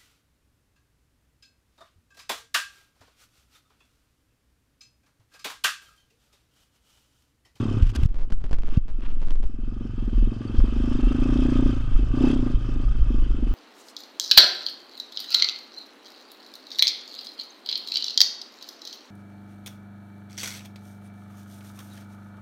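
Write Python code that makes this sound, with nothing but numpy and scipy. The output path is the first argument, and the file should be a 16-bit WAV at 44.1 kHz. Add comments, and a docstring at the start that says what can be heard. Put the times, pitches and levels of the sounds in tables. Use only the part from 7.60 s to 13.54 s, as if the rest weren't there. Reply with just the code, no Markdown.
"""First a small single-cylinder four-stroke dirt bike slows down, heard by a helmet camera in its housing.
Each firing rings the exhaust as a set of dying tones; valve gear and chain clatter as noise in resonances.
Early on a gloved hand muffles the engine, bumps, rubs and creaks on the plastic: strokes of hiss and steps.
Later the engine pulls, eases off and surges again, while jolts and wind thump the housing as slow pressure."""
import sys
import numpy as np
from scipy import signal
from scipy.io import wavfile
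from scipy.ndimage import uniform_filter1d, minimum_filter1d

SR = 44100
rng = np.random.default_rng(int(sys.argv[2]) if len(sys.argv) > 2 else 0)


def log_audio(samples):
    """Write samples as a 16-bit WAV file to the path given in sys.argv[1]."""
    # one column per channel
    frames = np.atleast_2d(samples).T
    # limit to full scale, then quantise
    limited = np.clip(frames, -1, 1)
    pcm = np.round(limited * 32767).astype(np.int16)
    wavfile.write(sys.argv[1], SR, pcm)


N = 261954

# engine speed: [t/s, firing rate f/Hz]
FIRING_RATE = [(0.0, 37.84), (0.2, 32.39), (0.45, 32.39), (1.2, 22.91), (1.85, 21.06), (2.264, 23.64),
               (2.397, 23.32), (2.439, 18.41), (2.622, 21.17), (2.817, 22.85), (2.997, 20.62),
               (3.165, 26.09), (3.357, 27.09), (3.397, 24.1), (3.723, 29.66), (3.805, 32.33),
               (3.916, 28.39), (4.087, 29.61), (4.098, 27.7), (4.343, 26.12), (4.5, 27.15), (4.75, 34.67),
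               (4.82, 27.39), (5.27, 26.48), (5.94, 23.63)]
# engine load: [t/s, firing level/dB, clatter level/dB, roughness 0-1]; off throttle the gas burns unevenly
ENGINE_LOAD = [(0, -20.5, -41, 0.65), (.45, -31.5, -49, 0.81), (1.8, -37.5, -60, 0.57),
               (1.9, -34, -60.5, 0.27), (2.249, -26.5, -55.5, 0.28), (2.7, -21.5, -50.5, 0.14),
               (3.0, -23.5, -49, 0.58), (3.24, -18.5, -45, 0), (3.82, -13.5, -41, 0.16),
               (4.078, -13, -43, 0.02), (4.238, -32, -48, 0.37), (4.51, -30, -47.5, 0.77),
               (4.54, -17.5, -48, 0), (4.62, -11.5, -39, 0.3), (4.68, -10, -36.5, 0.29),
               (4.745, -14, -40, 0.07), (4.8, -17, -45, 0.26), (4.879, -18.5, -46, 0.28),
               (5.001, -32, -48, 0.78), (5.94, -32.5, -49.5, 0.69)]
# the engine stumbles (minus) or catches (plus): [t/s, length/s, change of firing level/dB]
STUMBLES = [(2.29, 0.093, -9.5), (2.75, 0.061, -7), (4.334, 0.043, 7), (4.397, 0.037, 21),
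            (5.135, 0.068, 12.5), (5.498, 0.091, 13.5), (5.746, 0.04, 11), (5.789, 0.12, 12.5)]
# exhaust pipe tones before warming: [f/Hz, width/Hz, level/dB, power of gas heat that lifts f]
PIPE_MODES = [(234.2, 30.8, 0.5, 0.61), (291.7, 89, 1, 0.1), (387, 87, -8.5, 0.05), (673, 55, -34.5, 1),
              (153.4, 93, -3, 1)]
# clatter resonances in the housing: [f/Hz, width/Hz, relative level/dB]
HOUSING_MODES = [(596.4, 150, -1), (911, 190, -5), (1230, 90, 3), (1518, 150, -2), (2000, 850, -8),
                 (2620, 89, -2.5), (3114, 190, 0), (4850, 720, -7.5), (6260, 250, -19)]
# valve gear parts that ping once a cycle: [f/Hz, place in the cycle 0-1, relative level/dB]
VALVE_PINGS = [(3590, 0.87, -8.5), (7320, 0.45, -21.5), (7740, 0.5, -22.5), (9170, .41, -25)]
# brief metal squeaks, loudest 4.1 ms after t: [t/s, f/Hz, level/dB]
SQUEAKS = [(2.876, 4580, -50), (2.982, 4560, -48), (2.989, 5270, -48.5)]
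# jolts through the helmet: [t/s, push (inward positive), f/Hz, length/s]
JOLTS = [(0.229, 0.73, 66, 0.0063), (0.258, 0.24, 30, 0.043), (.392, 0.13, 67, 0.024),
         (0.435, -0.51, 57, 0.003), (.458, -0.58, 57, 0.0026), (1.176, -0.8, 22, 0.0016),
         (1.704, 0.22, 15.2, 0.17), (2.602, 0.29, 38, 0.057), (2.988, -0.77, 22, 0.0037),
         (3.022, 0.58, 29, 0.023), (3.464, 0.3, 32, 0.034), (4.352, 0.5, 13, 0.0092),
         (4.952, 0.34, 28, 0.01), (5.422, 0.66, 28.4, 0.0098)]
# the hand changes how loud the bike is: [t/s, level/dB]
HAND_MUFFLE = [(.205, -1), (.295, -19), (.35, -0.5), (.43, -3.5), (.487, -16.5), (.8, -12.5), (1.09, -5.5),
               (1.14, 3.5), (1.17, 1.5), (1.2, -12), (1.43, -1), (1.85, -3), (1.9, -0.5)]
# the hand seals the housing: [start t/s, end t/s]
GLOVE_SEAL = 0.36, 1.7
# sudden steps; the glove sticks and slips until 1.84 s, a knock at 3.003 s: [t/s, relative step level/dB]
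SUDDEN_STEPS = [(0.489, -45.5), (0.502, -49), (0.53, -49), (0.5472, -41), (0.591, -39), (0.617, -39),
                (0.633, -37), (0.706, -36.5), (0.7235, -20.5), (.733, -39.5), (0.841, -29.5), (0.845, -30),
                (.895, -41), (0.9115, -25), (0.918, -34), (0.9302, -17.5), (.941, -29), (0.945, -29.5),
                (0.987, -34.5), (1.0347, -32.5), (1.0835, -32), (1.09, -36), (1.2827, -39), (1.289, -40.5),
                (1.6173, -37.5), (1.627, -32.5), (1.673, -30), (1.685, -35.5), (1.718, -35), (1.757, -38.5),
                (1.8304, -35.5), (1.839, -31), (3.003, -33)]
# glove fabric dragged on the housing: [t/s, length/s, level/dB, extra treble level/dB]
RUB_STROKES = [(0.223, 0.011, -36.5, 4), (0.242, 0.0014, -39, -14), (0.248, 0.068, -48, 6),
               (0.351, 0.015, -39.5, 11), (0.388, 0.076, -52, 5), (0.434, 0.0015, -35, 6),
               (0.457, 0.0041, -50, 18), (0.723, 0.0061, -64, 20), (1.02, 0.004, -48, 5.5),
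               (1.056, 0.031, -54, 2.5), (1.103, 0.051, -52, -1), (1.169, 0.0077, -46.5, 8.5),
               (1.421, 0.045, -52, -28), (1.455, 0.07, -57, -14), (1.602, 0.0083, -52, 2),
               (1.706, 0.0045, -46, 3.5)]
# colour of the fabric hiss: [f/Hz, width/Hz, level/dB]
RUB_BANDS = [(1300, 1250, -5.5), (2800, 1040, -6.5), (4600, 4400, -16.5), (8200, 12000, -34),
             (11400, 1300, -34)]
# shaking of the helmet: [t/s, buffet level/dB, frame boom level/dB]
HELMET_SHAKE = [(0.0, -25, -29.5), (.2, -22, -33.5), (.27, -39, -32.5), (.4, -17, -56), (0.69, -14, -51.5),
                (1.801, -22, -54), (2.3, -27.5, -37), (2.628, -12.5, -38), (2.839, -36.5, -37),
                (2.941, -17.5, -40), (4.4, -15, -34.5), (4.85, -20.5, -36.5), (5.34, -16, -38),
                (5.94, -20.5, -40)]

FIRST_PHASE = .8  # place in the engine cycle at the start, 0-1
CATCH_FADE = 0.3  # share of a stumble or catch that is gone by its end
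CATCH_CLEAN_DB = 18.5  # a catch this strong burns cleanly
RISE_S = 0.0068  # a note begins this long before its firing instant
GAS_SMOOTH_DB, GAS_ROUGH_DB = -29.5, -10  # rushing gas against the firing level, at roughness 0 and 1
COAST_TILT_DB = 20  # dB per octave, within 0.2 octave: rough running favours the higher pipe tones
BARK_HZ, BARK_DB, BARK_S = 830, -34.5, .006  # a hiss of gas leaves with each firing
# the silencer's far end answers each firing with a higher puff
ECHO_S, ECHO_HZ, ECHO_WIDTH_HZ, ECHO_DB = 0.00583, 528, 68, -15.5
BOOM_HZ, BOOM_WIDTH_HZ = 108.8, 9.2  # low frame tone before warming
PING_LOAD = 0.23  # extra dB per dB of clatter: the parts ring harder under load
HAND_TREBLE_SHARE = 1.23  # the hand takes more dB from the clatter than from the firing
CRACKLES, CRACKLE_DB = 45, -49  # number of faint crackles, and the lowest of their relative step levels
TOP_HZ = 15700  # highest pitch the camera lets through


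def undb(db):
    """Turn decibels into a plain loudness factor."""
    return 10 ** (np.asarray(db) / 20)


def unit(x):
    """Scale a sound to an average (RMS) strength of 1."""
    return x / np.sqrt(np.mean(x ** 2))


def noise():
    """Plain hiss as long as the scene."""
    return rng.standard_normal(N)


def ring(x, hz, width):
    """Two-pole resonance, gain 1 at the centre."""
    return signal.lfilter(*signal.iirpeak(hz, hz / width, SR), x)


def cut(x, hz, kind, order):
    """Keep only what is below ("low") or above ("high") a pitch."""
    return signal.sosfilt(signal.butter(order, hz, kind, fs=SR, output="sos"), x)


def walk(rate):
    """Random levels held 1 / rate s, then smoothed twice into a slow wander."""
    k = int(SR / rate)
    held = np.repeat(rng.standard_normal(N // k + 1), k)
    return uniform_filter1d(uniform_filter1d(held, k), k)[:N]


def drifting(hz, width, drift):
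    """Noise in a resonance whose centre wanders by drift widths."""
    pair = noise() + 1j * noise()
    slow = signal.lfilter([1], [1, -np.exp(-np.pi * width / SR)], pair)
    turning = np.cumsum(hz + drift * width * walk(15)) / SR
    return unit(np.real(slow * np.exp(2j * np.pi * turning)))


def dying_tone(tau, hz, width, lift=1):
    """A struck resonance: a tone at lift times hz that dies faster the wider it is."""
    return np.exp(-np.pi * width * tau) * np.sin(2 * np.pi * hz * lift * tau)


def stumbles(t):
    """Change of the firing strength in dB: sudden at first, partly fading, then over."""
    db = np.zeros(N)
    for s, length, change_db in STUMBLES:
        active = (t > s) * (t < s + length)
        db += change_db * active * (1 - CATCH_FADE * (t - s) / length)
    return uniform_filter1d(db, size=SR // 100)


def exhaust(t, cycles, firing_db, boom_db, rough):
    """One soft gas pulse a cycle rings the pipe and a low frame tone; hotter gas under load raises the pipe."""
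    # the pipe heats at once but stays warm for half a second after the hardest firing
    recent_db = -minimum_filter1d(-firing_db, size=SR // 2, origin=SR // 4 - 1)
    warmth = 1 + 0.082 * np.tanh((uniform_filter1d(recent_db, SR // 10) + 19.5) / 2.07)
    gas_db = GAS_SMOOTH_DB + rough * (GAS_ROUGH_DB - GAS_SMOOTH_DB)
    gas = unit(ring(ring(noise(), 240, 110), 273, 430))
    out = undb(firing_db + gas_db) * gas

    tau = t[:int(.1 * SR)]  # time within one note
    hiss = ring(rng.standard_normal(N + len(tau)), BARK_HZ, BARK_HZ / 2)
    hiss = unit(cut(hiss, 2 * BARK_HZ, "low", order=4))
    bark = undb(BARK_DB) * np.exp(-((tau - ECHO_S - BARK_S) / BARK_S) ** 2)
    back = np.maximum(tau - ECHO_S, 0)  # time since the echo began
    echo_swell = undb(ECHO_DB) * (1 - np.exp(-back / 0.0044))
    opening = (1 - np.exp(-(tau / 0.0027) ** 2)) * (1 - (tau / tau[-1]) ** 2)

    firings = np.flatnonzero(np.diff(np.floor(cycles)))
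    chance = rng.standard_normal((len(firings), 4))
    for i, (late, size, tune, shake) in zip(firings, chance):
        heat = warmth[i] + 0.03 * rough[i] * tune
        pipe = bark * hiss[i:i + len(tau)]
        for k, (hz, width, db, lift) in enumerate(PIPE_MODES):
            tilt_db = COAST_TILT_DB * rough[i] * np.clip(np.log2(hz / 270), -.2, .2)
            way = (-1) ** k  # neighbours start in opposite directions
            pipe += way * undb(db + tilt_db) * dying_tone(tau, hz, width, heat ** lift)
        pipe += echo_swell * dying_tone(back, ECHO_HZ, ECHO_WIDTH_HZ, heat ** .5)
        frame = dying_tone(tau, BOOM_HZ, BOOM_WIDTH_HZ, heat ** 0.58)
        pipe_gain = undb(firing_db[i] + 3.5 + 5 * rough[i] * size)
        frame_gain = undb(boom_db[i] + 10 + 1.2 * shake)
        note = opening * (pipe_gain * pipe - frame_gain * frame)
        start = max(i + int((0.0014 * rough[i] * late - RISE_S) * SR), 0)
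        out[start:start + len(tau)] += note[:N - start]
    return out


def clatter(cycles, db, firing_db):
    """Rattling noise in the housing: lows puff with the firing, highs tick with the valves, brighter under load."""
    out = np.zeros(N)
    together = walk(25.36) + 1.73 * walk(150)
    for hz, width, mode_db in HOUSING_MODES:
        high = np.clip(np.log2(hz / 2500), -1, 2)  # octaves above 2500 Hz
        place = .15 if hz < 2300 else .35
        # two crank turns a cycle
        crank_db = (1.3 + .8 * walk(8)) * np.cos(4 * np.pi * (cycles - place - .1))
        beat_db = (1.1 + 0.7 * abs(high) ** 1.8) * np.cos(np.pi * (cycles - place)) ** 4
        beat_db = beat_db * (1.5 + 0.3 * walk(14))
        flicker_db = together + (2.2 + 0.13 * high) * walk(30)
        load_db = 0.014 * high * (firing_db + 12.5)
        level = undb(mode_db + crank_db + beat_db + flicker_db + load_db)
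        out += level * drifting(hz, width, drift=0.37)
    # the housing wall shuts out the top; nothing rattles down among the pipe tones
    out = cut(cut(out, 9600, "low", order=5), 440, "high", order=2)
    return undb(db - 1.5) * unit(out)


def ping(t, s, hz, db, length_s):
    """A small metal part rings: a tone that swells and fades around time s."""
    return undb(db) * np.exp(-((t - s) / length_s) ** 2) * np.sin(2 * np.pi * hz * t)


def pings(t, cycles, db):
    """Valve parts ring briefly once a cycle, some cycles much louder than others; a few lone squeaks."""
    out = np.zeros(N)
    for s, hz, squeak_db in SQUEAKS:
        out += ping(t, s + 0.0041, hz, squeak_db, length_s=0.0045)
    for hz, place, part_db in VALVE_PINGS:
        strikes = np.flatnonzero(np.diff(np.floor(cycles - place)))
        for i, (size, tune) in zip(strikes, rng.standard_normal((len(strikes), 2))):
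            near = slice(max(i - 500, 0), i + 500)
            level_db = db[i] + PING_LOAD * (db[i] + 45) + part_db + 2.5 * size
            out[near] += ping(t[near], t[i], hz * (1 + .02 * tune), level_db, length_s=.0035)
    return out


def jolts(t):
    """Each jolt pushes or swings the air pressure in the housing, rising and dying in a bell shape."""
    out = np.zeros(N)
    for s, push, hz, length in JOLTS:
        out += push * np.exp(-((t - s) / length) ** 2) * np.cos(2 * np.pi * hz * (t - s))
    return out


def sudden_steps(pressure):
    """Glove slips, and later a knock, each step the pressure against its push; the step then leaks away.
    Large ones are brief staircases; weaker steps trail each one."""
    faint_time, faint_level = rng.random((CRACKLES, 2)).T  # the cloth also crackles faintly at random
    listed_s, listed_db = np.transpose(SUDDEN_STEPS)
    s = np.r_[listed_s, GLOVE_SEAL[0] + 1.4 * faint_time]
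    db = np.r_[listed_db, CRACKLE_DB + 10 * faint_level]
    way = -np.sign(pressure[(s * SR).astype(int)])
    chance = rng.random((len(s), 10)).T
    large = np.clip((db + 33.0) / 8, 0, 1)
    # parts of each staircase: (wait in s, level change in dB)
    parts = [(0 * s, -2.5 * large), (0.0013 * large * chance[0], -2), (0.0022 * large * chance[1], -2)]
    for gap, weak in chance[2:].reshape(-1, 2, len(s)):
        parts.append((0.0027 + .022 * gap, -9 * large - 9 * weak))
    kicks = np.zeros((2, N))  # rows: large steps, small steps
    for wait, change_db in parts:
        at = ((s + wait) * SR).astype(int)
        for row, share in enumerate((large, 1 - large)):
            kicks[row, at] += share * way * undb(db - 3.5 + change_db)
    leaking = signal.lfilter([1], [1, -np.exp(-1 / (.07 * SR))], kicks)  # leaks away over 0.07 s
    return cut(leaking[0], 5700, "low", order=2) + cut(leaking[1], 5600, "low", order=2)


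def rubs(t):
    """Dragged fabric hisses in short strokes, grainy, each with its own brightness."""
    grain = undb(5.7 * walk(250) + 0.96 * walk(58.8))
    bands = []
    for hz, width, db in RUB_BANDS:
        bands.append(undb(db) * unit(ring(ring(noise(), hz, width), hz, 1.03 * width)))
    dull, bright = sum(bands[:2]), sum(bands[2:])
    out = np.zeros(N)
    for s, length, db, treble_db in RUB_STROKES:
        i = slice(int((s - .01) * SR), int((s + length + .01) * SR))
        edge = 0.0015 + 0.22 * length  # time to fade in or out, s
        inside = np.minimum(t[i] - s, s + length - t[i])
        stroke = np.clip(inside / edge + .5, 0, 1)
        out[i] += undb(db) * stroke * (dull[i] + undb(treble_db) * bright[i])
    return grain * out


def buffet(t, db):
    """Wind and head shake push slowly on the microphone; the hand weakens them and adds slower squeezes."""
    covered = 1. 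* (t > GLOVE_SEAL[0]) * (t < GLOVE_SEAL[1])
    sealed = uniform_filter1d(covered, int(0.062 * SR))
    wind = unit(cut(cut(noise(), 45.4, "low", order=4), 12.5, "high", order=2))
    squeeze = unit(cut(cut(noise(), 24, "low", order=4), 8, "high", order=2))
    mix = (1 - 0.806 * sealed) * wind + (0.36 + 0.46 * sealed) * squeeze
    return undb(db - 4.5 + 2.0 * walk(6.0)) * mix


def boom(db, rough):
    """Road shake keeps the frame humming between firings, less while the engine pulls."""
    hum = ring(ring(noise(), BOOM_HZ, 31), BOOM_HZ, 43)
    return undb(db - 14 + 6 * rough + 3.3 * walk(15)) * unit(hum)


def scene():
    """Add the bike, the pressure thumps, the sudden steps and the rubs into one channel."""
    t = np.arange(N) / SR
    cycles = FIRST_PHASE + np.cumsum(np.interp(t, *np.transpose(FIRING_RATE))) / SR
    load_s, *load_columns = np.transpose(ENGINE_LOAD)
    firing_db, clatter_db, rough = (np.interp(t, load_s, column) for column in load_columns)
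    shake_s, *shake_columns = np.transpose(HELMET_SHAKE)
    buffet_db, boom_db = (np.interp(t, shake_s, column) for column in shake_columns)
    muffle_db = np.interp(t, *np.transpose(HAND_MUFFLE))
    catch_db = stumbles(t)

    rough = rough * (1 - catch_db / CATCH_CLEAN_DB)
    firing_db = firing_db + catch_db + muffle_db
    clatter_db = clatter_db + HAND_TREBLE_SHARE * muffle_db

    bike = exhaust(t, cycles, firing_db, boom_db, np.clip(rough, 0, 1))
    bike += clatter(cycles, clatter_db, firing_db)
    bike += pings(t, cycles, clatter_db)
    bike += boom(boom_db, rough)
    pressure = jolts(t) + buffet(t, buffet_db)
    touches = sudden_steps(pressure) + rubs(t)
    return (bike + pressure + touches)[None]


def record(dry):
    """The camera rounds the loudest peaks and cuts the top."""
    rounded = 0.85 * np.tanh(dry / 0.72)
    return signal.sosfilt(signal.ellip(8, .2, 70, TOP_HZ, fs=SR, output="sos"), rounded)


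dry = scene()
out = record(dry)
log_audio(out)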